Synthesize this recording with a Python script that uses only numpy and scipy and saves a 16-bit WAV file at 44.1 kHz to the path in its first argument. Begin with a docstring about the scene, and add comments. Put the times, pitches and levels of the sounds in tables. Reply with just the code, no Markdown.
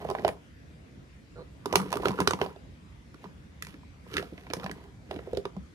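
"""In a quiet bedroom, plastic jars are shuffled about on a hard table top, close to a two-port microphone.
Each knock is a click of shaped noise, a short ring of jar tones and a thud of lower table tones.
Dragging is a rattle of many tiny random slips; one jar base creaks through slips at an uneven rate.
Random echoes give a short room tail, and coloured noise gives a soft hum with a little hiss."""
import sys
import numpy as np
from scipy import signal
from scipy.fft import rfft, irfft
from scipy.io import wavfile
from scipy.ndimage import uniform_filter1d

SR = 44100
rng = np.random.default_rng(int(sys.argv[2]) if len(sys.argv) > 2 else 0)


def wav_out(sig):
    """Save sig, one row per channel (or a flat mono array), as 16-bit PCM at SR to the path in sys.argv[1]."""
    wavfile.write(sys.argv[1], SR, np.round(np.clip(np.atleast_2d(sig).T, -1, 1) * 32767).astype(np.int16))


N = 253287  # length in samples


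def gain_of(db):
    """Turns decibels into amplitude."""
    return 10 ** (np.asarray(db) / 20)


def evened(x):
    """Scales a signal to an average (rms) strength of 1."""
    return x / np.sqrt(np.mean(x ** 2) + 1e-20)


def read(points, hz):
    """Reads a table of (pitch, value) between its points, along a log-frequency axis."""
    f, value = np.transpose(points)
    return np.interp(np.log(hz + 1), np.log(f + 1), value)


def coloured(x, spectrum):
    """Filters sound without looking ahead: the phase follows from the log of the wanted gain."""
    hz = abs(np.fft.fftfreq(2048, 1 / SR))
    log_gain = np.log(gain_of(np.maximum(read(spectrum, hz), -80)))
    response = np.exp(np.conj(signal.hilbert(log_gain)))
    taps = np.fft.ifft(response).real[:1024]
    return signal.oaconvolve(x, taps[None] / np.linalg.norm(taps), axes=1)[:, :N]


def ring(modes, struck_hz, spread, rise_s, length):
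    """A blow excites mostly the tones near the struck pitch; length scales their fading; peak 1."""
    t = np.arange(SR // 5) / SR
    hz, db, t60 = np.transpose(modes)[:, :, None]
    near_db = -20 * (np.log2(hz / struck_hz) / spread) ** 2  # spread in octaves
    decay_db = -60 * t / (t60 * length)
    tones = gain_of(db + np.maximum(near_db, -30) + decay_db) * np.sin(2 * np.pi * hz * t)
    sound = tones.sum(0) * (1 - np.exp(-t / rise_s)) ** 2
    return sound / abs(sound).max()


def add(mix, s, sound, pan_db):
    """Adds a sound to both channels at time s; pan_db is left minus right."""
    at = round(s * SR)
    part = mix[:, at:at + len(sound)]
    part += gain_of([[pan_db / 2], [-pan_db / 2]]) * sound[:part.shape[1]]


# Knocks, with levels relative to the other layers: start_s, click_level_db, click_pitch_hz,
# jar_level_db, jar_struck_pitch_hz, table_level_db, table_struck_pitch_hz
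KNOCKS = [(0.024, -47, 2190, -35.5, 665, -40.5, 374), (0.049, -51, 7300, -23.0, 670, -29.0, 507),
          (0.088, -37, 2600, -26, 770, -32, 362), (0.1003, -27.5, 6940, -21.5, 806, -32, 385),
          (0.1112, -33.5, 5000, -21.5, 780, -28, 380), (0.1498, -31, 2100, -19.5, 780, -40, 415),
          (0.1859, -38.5, 2180, -34.5, 1910, -37, 328), (0.194, -39, 3600, -31, 690, -33, 246),
          (0.23, -46, 2200, -44, 690, -37, 400), (0.2476, -22.5, 3130, -9, 670, -22.5, 400),
          (0.2667, -34, 2200, -25, 670, -30, 374), (0.2788, -21.5, 8700, -19.5, 806, -31, 458),
          (0.2882, -25.5, 2200, -21.5, 710, -26.5, 480), (1.6573, -22, 6160, -23, 980, -26.5, 341.5),
          (1.726, -20.0, 6450, -19.5, 727, -24, 445), (1.7376, -42, 4400, -18, 950, -26, 380),
          (1.7558, -2.5, 6500, -8, 1020, -17.5, 393), (1.765, -46, 5200, -24.0, 1090, -54, 300),
          (1.7996, -29, 6100, -23.0, 1080, -33.5, 188), (1.816, -32, 7260, -37, 1160, -42.0, 400),
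          (1.904, -34.5, 7040, -45.0, 800, -59.0, 192), (1.918, -28, 7000, -33, 860, -38, 400),
          (1.927, -19.5, 7440, -18, 950, -33, 549), (1.9382, -26, 2700, -24.5, 640, -36, 430),
          (1.955, -27.5, 6440, -30, 725, -25.5, 338), (1.9694, -25.5, 7300, -23.5, 1090, -36, 394),
          (1.998, -46, 2200, -30, 740, -30.0, 390), (2.0332, -37, 4400, -26, 820, -51, 410),
          (2.055, -17, 3700, -18.5, 1457, -17.5, 413), (2.071, -30.0, 3900, -21, 784, -35, 310),
          (2.0831, -19.5, 5950, -29, 850, -29, 386), (2.092, -34.0, 5200, -34, 774, -22, 236),
          (2.1065, -33, 3800, -25.5, 930, -29, 180), (2.116, -34, 6400, -36, 980, -53, 400),
          (2.188, -32, 2200, -24, 1280, -24, 347), (2.2025, -15.5, 6560, -16.5, 884, -22, 278),
          (2.2104, -34, 6400, -26.0, 980, -26.5, 191), (2.217, -29.0, 2600, -30.5, 1510, -28.5, 400),
          (2.274, -7.5, 5700, -10, 1166, -18.5, 342), (2.3079, -16, 6300, -16.5, 1170, -25.5, 435),
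          (2.3338, -20, 4000, -19.5, 940, -25, 238), (2.414, -17, 2200, -16.5, 777, -22.5, 355),
          (2.44, -37.0, 4300, -32, 940, -34, 400), (2.4609, -36, 3180, -27.5, 790, -37, 400),
          (2.561, -50.0, 3900, -39.5, 705, -44, 415), (3.143, -44.5, 6300, -44.5, 1220, -45, 312),
          (3.2412, -41.5, 3900, -36, 854, -41.5, 337), (3.255, -54, 2224, -38.5, 1003, -43.5, 186),
          (3.6228, -22, 7600, -37, 1680, -46.0, 151), (3.648, -35.5, 7600, -65.0, 1820, -62, 218),
          (3.668, -33.5, 7000, -43.5, 920, -46, 155), (3.741, -42, 2200, -53, 1470, -42, 300),
          (3.833, -63.0, 7600, -48, 930, -59.0, 400), (4.065, -59.0, 2200, -48.0, 890, -47, 445),
          (4.139, -26.5, 4760, -37, 1550, -36, 300), (4.153, -46, 2200, -41.0, 1500, -34.5, 300),
          (4.1677, -16, 4400, -21.5, 1610, -41, 410), (4.1802, -18.5, 2300, -28, 2380, -31, 380),
          (4.195, -33, 4300, -33, 1550, -33.5, 400), (4.2256, -36.5, 4100, -32.5, 542, -41, 467),
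          (4.3226, -65.0, 7000, -47, 650, -33, 243), (4.3777, -37.5, 2160, -45, 530, -45, 294),
          (4.467, -42.5, 2200, -41.5, 880, -47.5, 148), (4.5007, -33.0, 3500, -36, 546, -34, 287),
          (4.509, -38, 2200, -40.0, 1580, -40, 400), (4.5344, -16.5, 6500, -27, 980, -28.5, 480),
          (4.5664, -36, 6700, -41, 640, -31, 234), (4.597, -34.5, 2230, -44, 1080, -58, 172),
          (4.632, -37, 2200, -36.5, 1310, -46, 480), (4.6417, -31.5, 4640, -29.5, 770, -34.5, 184),
          (4.662, -26, 2500, -25.5, 800, -52.0, 193), (4.6948, -34.5, 2200, -33.5, 815, -35.5, 330),
          (4.7127, -28.5, 7600, -34, 1880, -38.5, 200), (5.1103, -28.5, 3370, -25.5, 720, -33, 400),
          (5.141, -41.0, 4600, -48, 600, -34, 410), (5.161, -36, 2700, -44, 786, -32, 308),
          (5.189, -41.5, 3600, -36.5, 515, -35.5, 474), (5.272, -53, 7300, -35.5, 705, -32.0, 430),
          (5.3312, -38, 7200, -31.5, 610, -22.5, 510), (5.349, -40, 3900, -50, 600, -36, 480),
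          (5.371, -25, 4770, -28.5, 656, -21.5, 423), (5.3858, -60.0, 3900, -57.0, 624, -31.5, 400),
          (5.453, -29.5, 2960, -26.5, 1040, -28, 398), (5.5653, -48.5, 6400, -37, 780, -32, 190)]
# Tones of the jars: pitch_hz, relative_level_db, time_to_fade_60_db_s (before length scaling)
JAR_TONES = [(670, 15, 0.023), (780, 12.5, 0.024), (884, 13.5, 0.019), (980, 19.5, 0.024),
             (1160, 21.5, 0.023), (1350, 21.5, 0.028), (1665, 15, 0.029), (1890, 14, 0.024),
             (2270, 5.5, 0.017)]
# Tones of the table top: pitch_hz, relative_level_db, time_to_fade_60_db_s (before length scaling)
TABLE_TONES = [(80, -18, 0.064), (146.5, -15, 0.19), (188, -2, 0.12), (240, -4.5, 0.046), (300, 6.5, 0.049),
               (400, 8.5, 0.071), (480, 15, 0.045)]
JAR_PAN_DB, TABLE_PAN_DB = -6.5, -2.5  # left minus right
SOFT_DB, HARD_DB = -28.5, -7  # click levels that count as soft and hard
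SOFT_RING, HARD_RING = 0.7, 0.42  # ring length factors
SAG_DB = -7  # flex of the whole table top, relative to the thud
JAR_RISE_CYCLES, TABLE_RISE_CYCLES = 1.1, 0.85  # a blow that favours low tones is softer and slower


def knocks():
    """A blow cracks at the rim, then sets the jar and the table ringing."""
    clicks, rings, t = np.zeros((2, N)), np.zeros((2, N)), np.arange(1500) / SR
    noises = rng.standard_normal((len(KNOCKS), 1500))
    linger = gain_of(-20.5) * np.exp(-t / 0.0037)  # a faint noisy tail lingers after the crack
    shape = (1 - np.exp(-t / 0.00086)) ** 2 * (1.39 * np.exp(-t / 0.0015) + linger)
    sag = ring(TABLE_TONES, 80, .6, 0.0077, 0.38)  # blows flex the whole table top
    for knock, noise in zip(KNOCKS, noises):
        s, click_db, click_hz, jar_db, jar_hz, table_db, table_hz = knock
        # the tighter grip behind a harder blow shortens the ring
        hard = np.clip((click_db - SOFT_DB) / (HARD_DB - SOFT_DB), 0, 1) ** 2
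        length = SOFT_RING + hard * (HARD_RING - SOFT_RING)
        # the struck rim colours the crack
        rim = 1.666 * signal.lfilter(*signal.iirpeak(click_hz, 1.8, SR), noise)
        # a low click is a dull one
        edge = signal.lfilter(*signal.butter(1, min(2 * click_hz, SR / 3), fs=SR), noise)
        jar = ring(JAR_TONES, jar_hz, 0.41, JAR_RISE_CYCLES / jar_hz, length)
        thud = ring(TABLE_TONES, table_hz, 0.39, TABLE_RISE_CYCLES / table_hz, length)
        add(clicks, s, gain_of(click_db) * shape * (0.87 * edge + rim), 0)
        add(rings, s, gain_of(jar_db) * jar, JAR_PAN_DB)
        add(rings, s, gain_of(table_db) * thud, TABLE_PAN_DB)
        add(rings, s, gain_of(table_db + SAG_DB) * sag, TABLE_PAN_DB)
    return clicks, rings


# Jars dragging and rattling: full_level_start_s, hold_s, relative_level_db,
# treble_share_db, rubbed_jar_pitch_hz
DRAGS = [(0.007, 0.29, -42.5, -13, 840), (1.749, 0.037, -31, -13, 1030), (1.84, 0.086, -51, -8, 1160),
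         (1.943, 0.063, -48.5, -20, 920), (2.043, 0.022, -31.5, -12, 950), (2.123, 0.04, -57, -12, 980),
         (2.199, 0.0057, -31, -15, 1330), (2.33, 0.11, -74, -2, 1000), (2.424, 0.0059, -32.5, -13, 980),
         (3.24, 0.014, -52.5, -9, 916), (3.667, 0.039, -59, 2.5, 990), (4.117, 0.016, -59, 2, 1600),
         (4.16, 0.041, -39, -7.5, 1430), (4.365, 0.093, -55.5, -6, 796), (4.578, 0.062, -44, -11.5, 980),
         (4.704, 0.15, -51.5, -12.5, 800), (5.12, 0.042, -43, -14.5, 750), (5.25, 0.15, -52, -13, 700),
         (5.478, 0.096, -61, -20, 995)]
DRAG_RISE_DB_PER_S, DRAG_FALL_DB_PER_S = 241, 201


def drags():
    """Many tiny slips of uneven size shake jar and table; their edges give a fine crackle."""
    t, treble = np.arange(N) / SR, np.zeros(N)
    modes, u = np.concatenate([JAR_TONES, TABLE_TONES]), np.arange(SR // 5) / SR
    on_jar = np.arange(len(modes)) < len(JAR_TONES)
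    level = np.zeros((len(modes), N))
    for s, hold_s, db, treble_db, rubbed_hz in DRAGS:
        span = slice(max(round((s - .25) * SR), 0), round((s + hold_s + .25) * SR))
        before = np.maximum(s - t[span], 0)
        after = np.maximum(t[span] - s - hold_s, 0)
        stroke = gain_of(db - DRAG_RISE_DB_PER_S * before - DRAG_FALL_DB_PER_S * after)
        # jar tones near the rubbed pitch stand out
        near_db = np.maximum(7 - 20 * (np.log2(modes[:, 0] / rubbed_hz) / .8) ** 2, -8) * on_jar
        level[:, span] += gain_of(near_db)[:, None] * stroke
        treble[span] += gain_of(treble_db) * stroke
    sizes = gain_of(2.5 * np.minimum(rng.exponential(1, N), 5))
    slips = sizes * (rng.random(N) < 1200 / SR)  # about 1200 slips per second
    slips = evened(slips * rng.choice([-1, 1], N))
    struck, shaken = rng.integers(0, len(modes), N), 0  # each slip shakes one tone
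    for k, (hz, db, t60) in enumerate(modes):
        tone_db = db - 9.26 * np.log2(hz / 400) - 2.14 * (hz < 600)
        tone = gain_of(tone_db - 60 * u / (0.71 * t60)) * np.sin(2 * np.pi * hz * u)
        tone = tone * (1 - np.exp(-u / 0.0017))
        shaken = shaken + signal.oaconvolve(level[k] * slips * (struck == k), tone)[:N]
    # crackle comes in clumps
    gusts = gain_of(3.0 * evened(uniform_filter1d(rng.standard_normal(N), 150)))
    crackle = evened(gusts * (slips + .8 * rng.standard_normal(N))) * treble
    return crackle, gain_of([[-23], [-21]]) * shaken


# A jar base creaking: time_s, relative_level_db, slips_per_s (before the rate wavers)
CREAK = [(1.35, -51, 149), (1.365, -46, 160), (1.416, -41.5, 180), (1.431, -45, 148)]


def creak():
    """A jar base sticks and slips at a wavering rate; each slip is a small blow on jar and table."""
    s, db, rate = np.transpose(CREAK)
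    t = np.arange(N) / SR
    waver = 1 + .12 * evened(uniform_filter1d(rng.standard_normal(N), 300))
    count = np.cumsum(np.interp(t, s, rate, 0, 0) * waver) / SR
    slip_db = np.interp(t, s, db) + 1.3 * rng.standard_normal(N)
    slips = np.diff(np.floor(count), prepend=0) * gain_of(slip_db)  # one slip per whole count
    late = np.clip((t - s[0]) / (s[-1] - s[0]), 0, 1)
    jar = 0
    for k, hz in enumerate([1400, 1080, 800]):  # the contact moves inwards, to lower jar tones
        share = np.maximum(1 - abs(2 * late - k), 0)
        jar = jar + signal.oaconvolve(slips * share, ring(JAR_TONES, hz, .35, 0.0005, 0.9))
    blow = 1.4 * ring(TABLE_TONES, 630, 0.285, 0.001, 0.55)
    squeak = gain_of(-15.5) * ring([(4160, 0, 0.013)], 4250, 1, .0003, 1)  # the rim squeaks faintly
    return gain_of([[-2.5], [2.5]]) * (jar + signal.oaconvolve(slips, blow + squeak))[:N]


# Tone colour of clicks and crackle: pitch_hz, relative_level_db (per hz)
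CLICK_COLOUR = [(900, -29.5), (1500, -11.5), (1950, -7), (2500, -5.5), (3400, -10), (5600, -16.5),
                (7600, -24.5), (10000, -17.5), (13500, -30.5), (16000, -33)]
# Treble change on the left port: pitch_hz, gain_db
LEFT_SHADE = [(1500, 6.5), (3000, -10.5), (5000, -15), (8000, -14), (14000, 2.5)]


def bright_edges(clicks, crackle):
    """Filters give clicks and crackle one tone colour, with much of the treble shaded on the left."""
    treble = coloured(clicks + crackle, CLICK_COLOUR)
    hz = np.fft.rfftfreq(N, 1 / SR)
    treble[0] = irfft(rfft(treble[0]) * gain_of(read(LEFT_SHADE, hz)), N)
    return treble


# How fast the room tail dies: pitch_hz, time_to_fade_60_db_s
ROOM_FADE = [(150, 0.13), (600, 0.23), (2500, 0.092), (8000, 0.17)]


def room(x):
    """Sparse echoes of random sign, different for each port, with each band dying at its own speed."""
    taps = np.zeros((2, SR // 2))
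    slots = np.arange(120, SR // 2 - 20, 20)
    at = slots + rng.integers(0, 20, (2, len(slots)))
    np.put_along_axis(taps, at, rng.choice([-1., 1.], at.shape), 1)
    hz, t, z = signal.stft(taps, SR, nperseg=128)
    fade = gain_of(-60 * t / read(ROOM_FADE, hz)[:, None])
    tail = signal.istft(z * fade, SR, nperseg=128)[1]
    return signal.fftconvolve(x[None], tail / np.linalg.norm(tail[0]), axes=1)[:, :N]


# Tone colour of hum and hiss: pitch_hz, relative_level_db (per hz)
AIR_COLOUR = [(20, -46.5), (65, 0.5), (107, -8.5), (142, -2.5), (168, -7.5), (285, -10), (367, -18.5),
              (513, -19.5), (780, -27), (2080, -27.5), (3070, -32.5), (12800, -47.5), (16000, -69.5)]
# How alike the two channels are: pitch_hz, likeness (1 same, 0 unrelated, -1 opposite)
AIR_SAME = [(60, 0.95), (180, 0.82), (550, 0.14), (1650, -0.27), (4970, 0.24), (15000, -0.79)]
# Balance of the channels: pitch_hz, left_minus_right_db
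AIR_BALANCE = [(60, -1.5), (240, -1), (3770, 3.0), (15000, 0)]
AIR_DB = -50  # overall rms level


def air():
    """Room hum and microphone hiss: random short-time spectra with faint drifting patches."""
    frames, hz = N // 512 + 5, np.fft.rfftfreq(2048, 1 / SR)
    a, b, c, d, patches = rng.standard_normal((frames, 1025, 5)).T
    patches = evened(uniform_filter1d(uniform_filter1d(patches, 20, 0), 8, 1))
    same = np.clip(read(AIR_SAME, hz), -1, 1)[:, None]
    left = a + 1j * b
    right = same * left + np.sqrt(1 - same ** 2) * (c + 1j * d)
    tilt_db = read(AIR_BALANCE, hz)[:, None] / 2
    colour_db = read(AIR_COLOUR, hz)[:, None] + 2.1 * patches
    z = np.array([left, right]) * gain_of(colour_db + np.array([tilt_db, -tilt_db]))
    noise = signal.istft(z, nperseg=2048, noverlap=1536)[1][:, :N]
    return gain_of(AIR_DB) * evened(noise)


LEFT_LAG = 7  # samples by which near sound reaches the left port later


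def scene():
    """Near sounds reach the right port first; room tail and hum surround them."""
    clicks, rings = knocks()
    crackle, shaken = drags()
    treble = bright_edges(clicks, crackle)
    near = treble + rings + shaken + creak()
    direct = np.array([np.roll(near[0], LEFT_LAG), near[1]])
    tail = gain_of(-9.5) * room((near + 0.13 * treble).mean(0))
    return direct + tail + air()


def record(dry):
    """The microphone drops the deepest bass, loud peaks round off, and the top treble is cut."""
    lean = signal.sosfilt(signal.butter(4, 45, "high", fs=SR, output="sos"), dry)
    band_limit = signal.firwin(511, 16400, window=("kaiser", 9), fs=SR)  # cutoff in Hz
    return signal.oaconvolve(np.tanh(lean), band_limit[None], "same")


dry = scene()
out = record(dry)
wav_out(out)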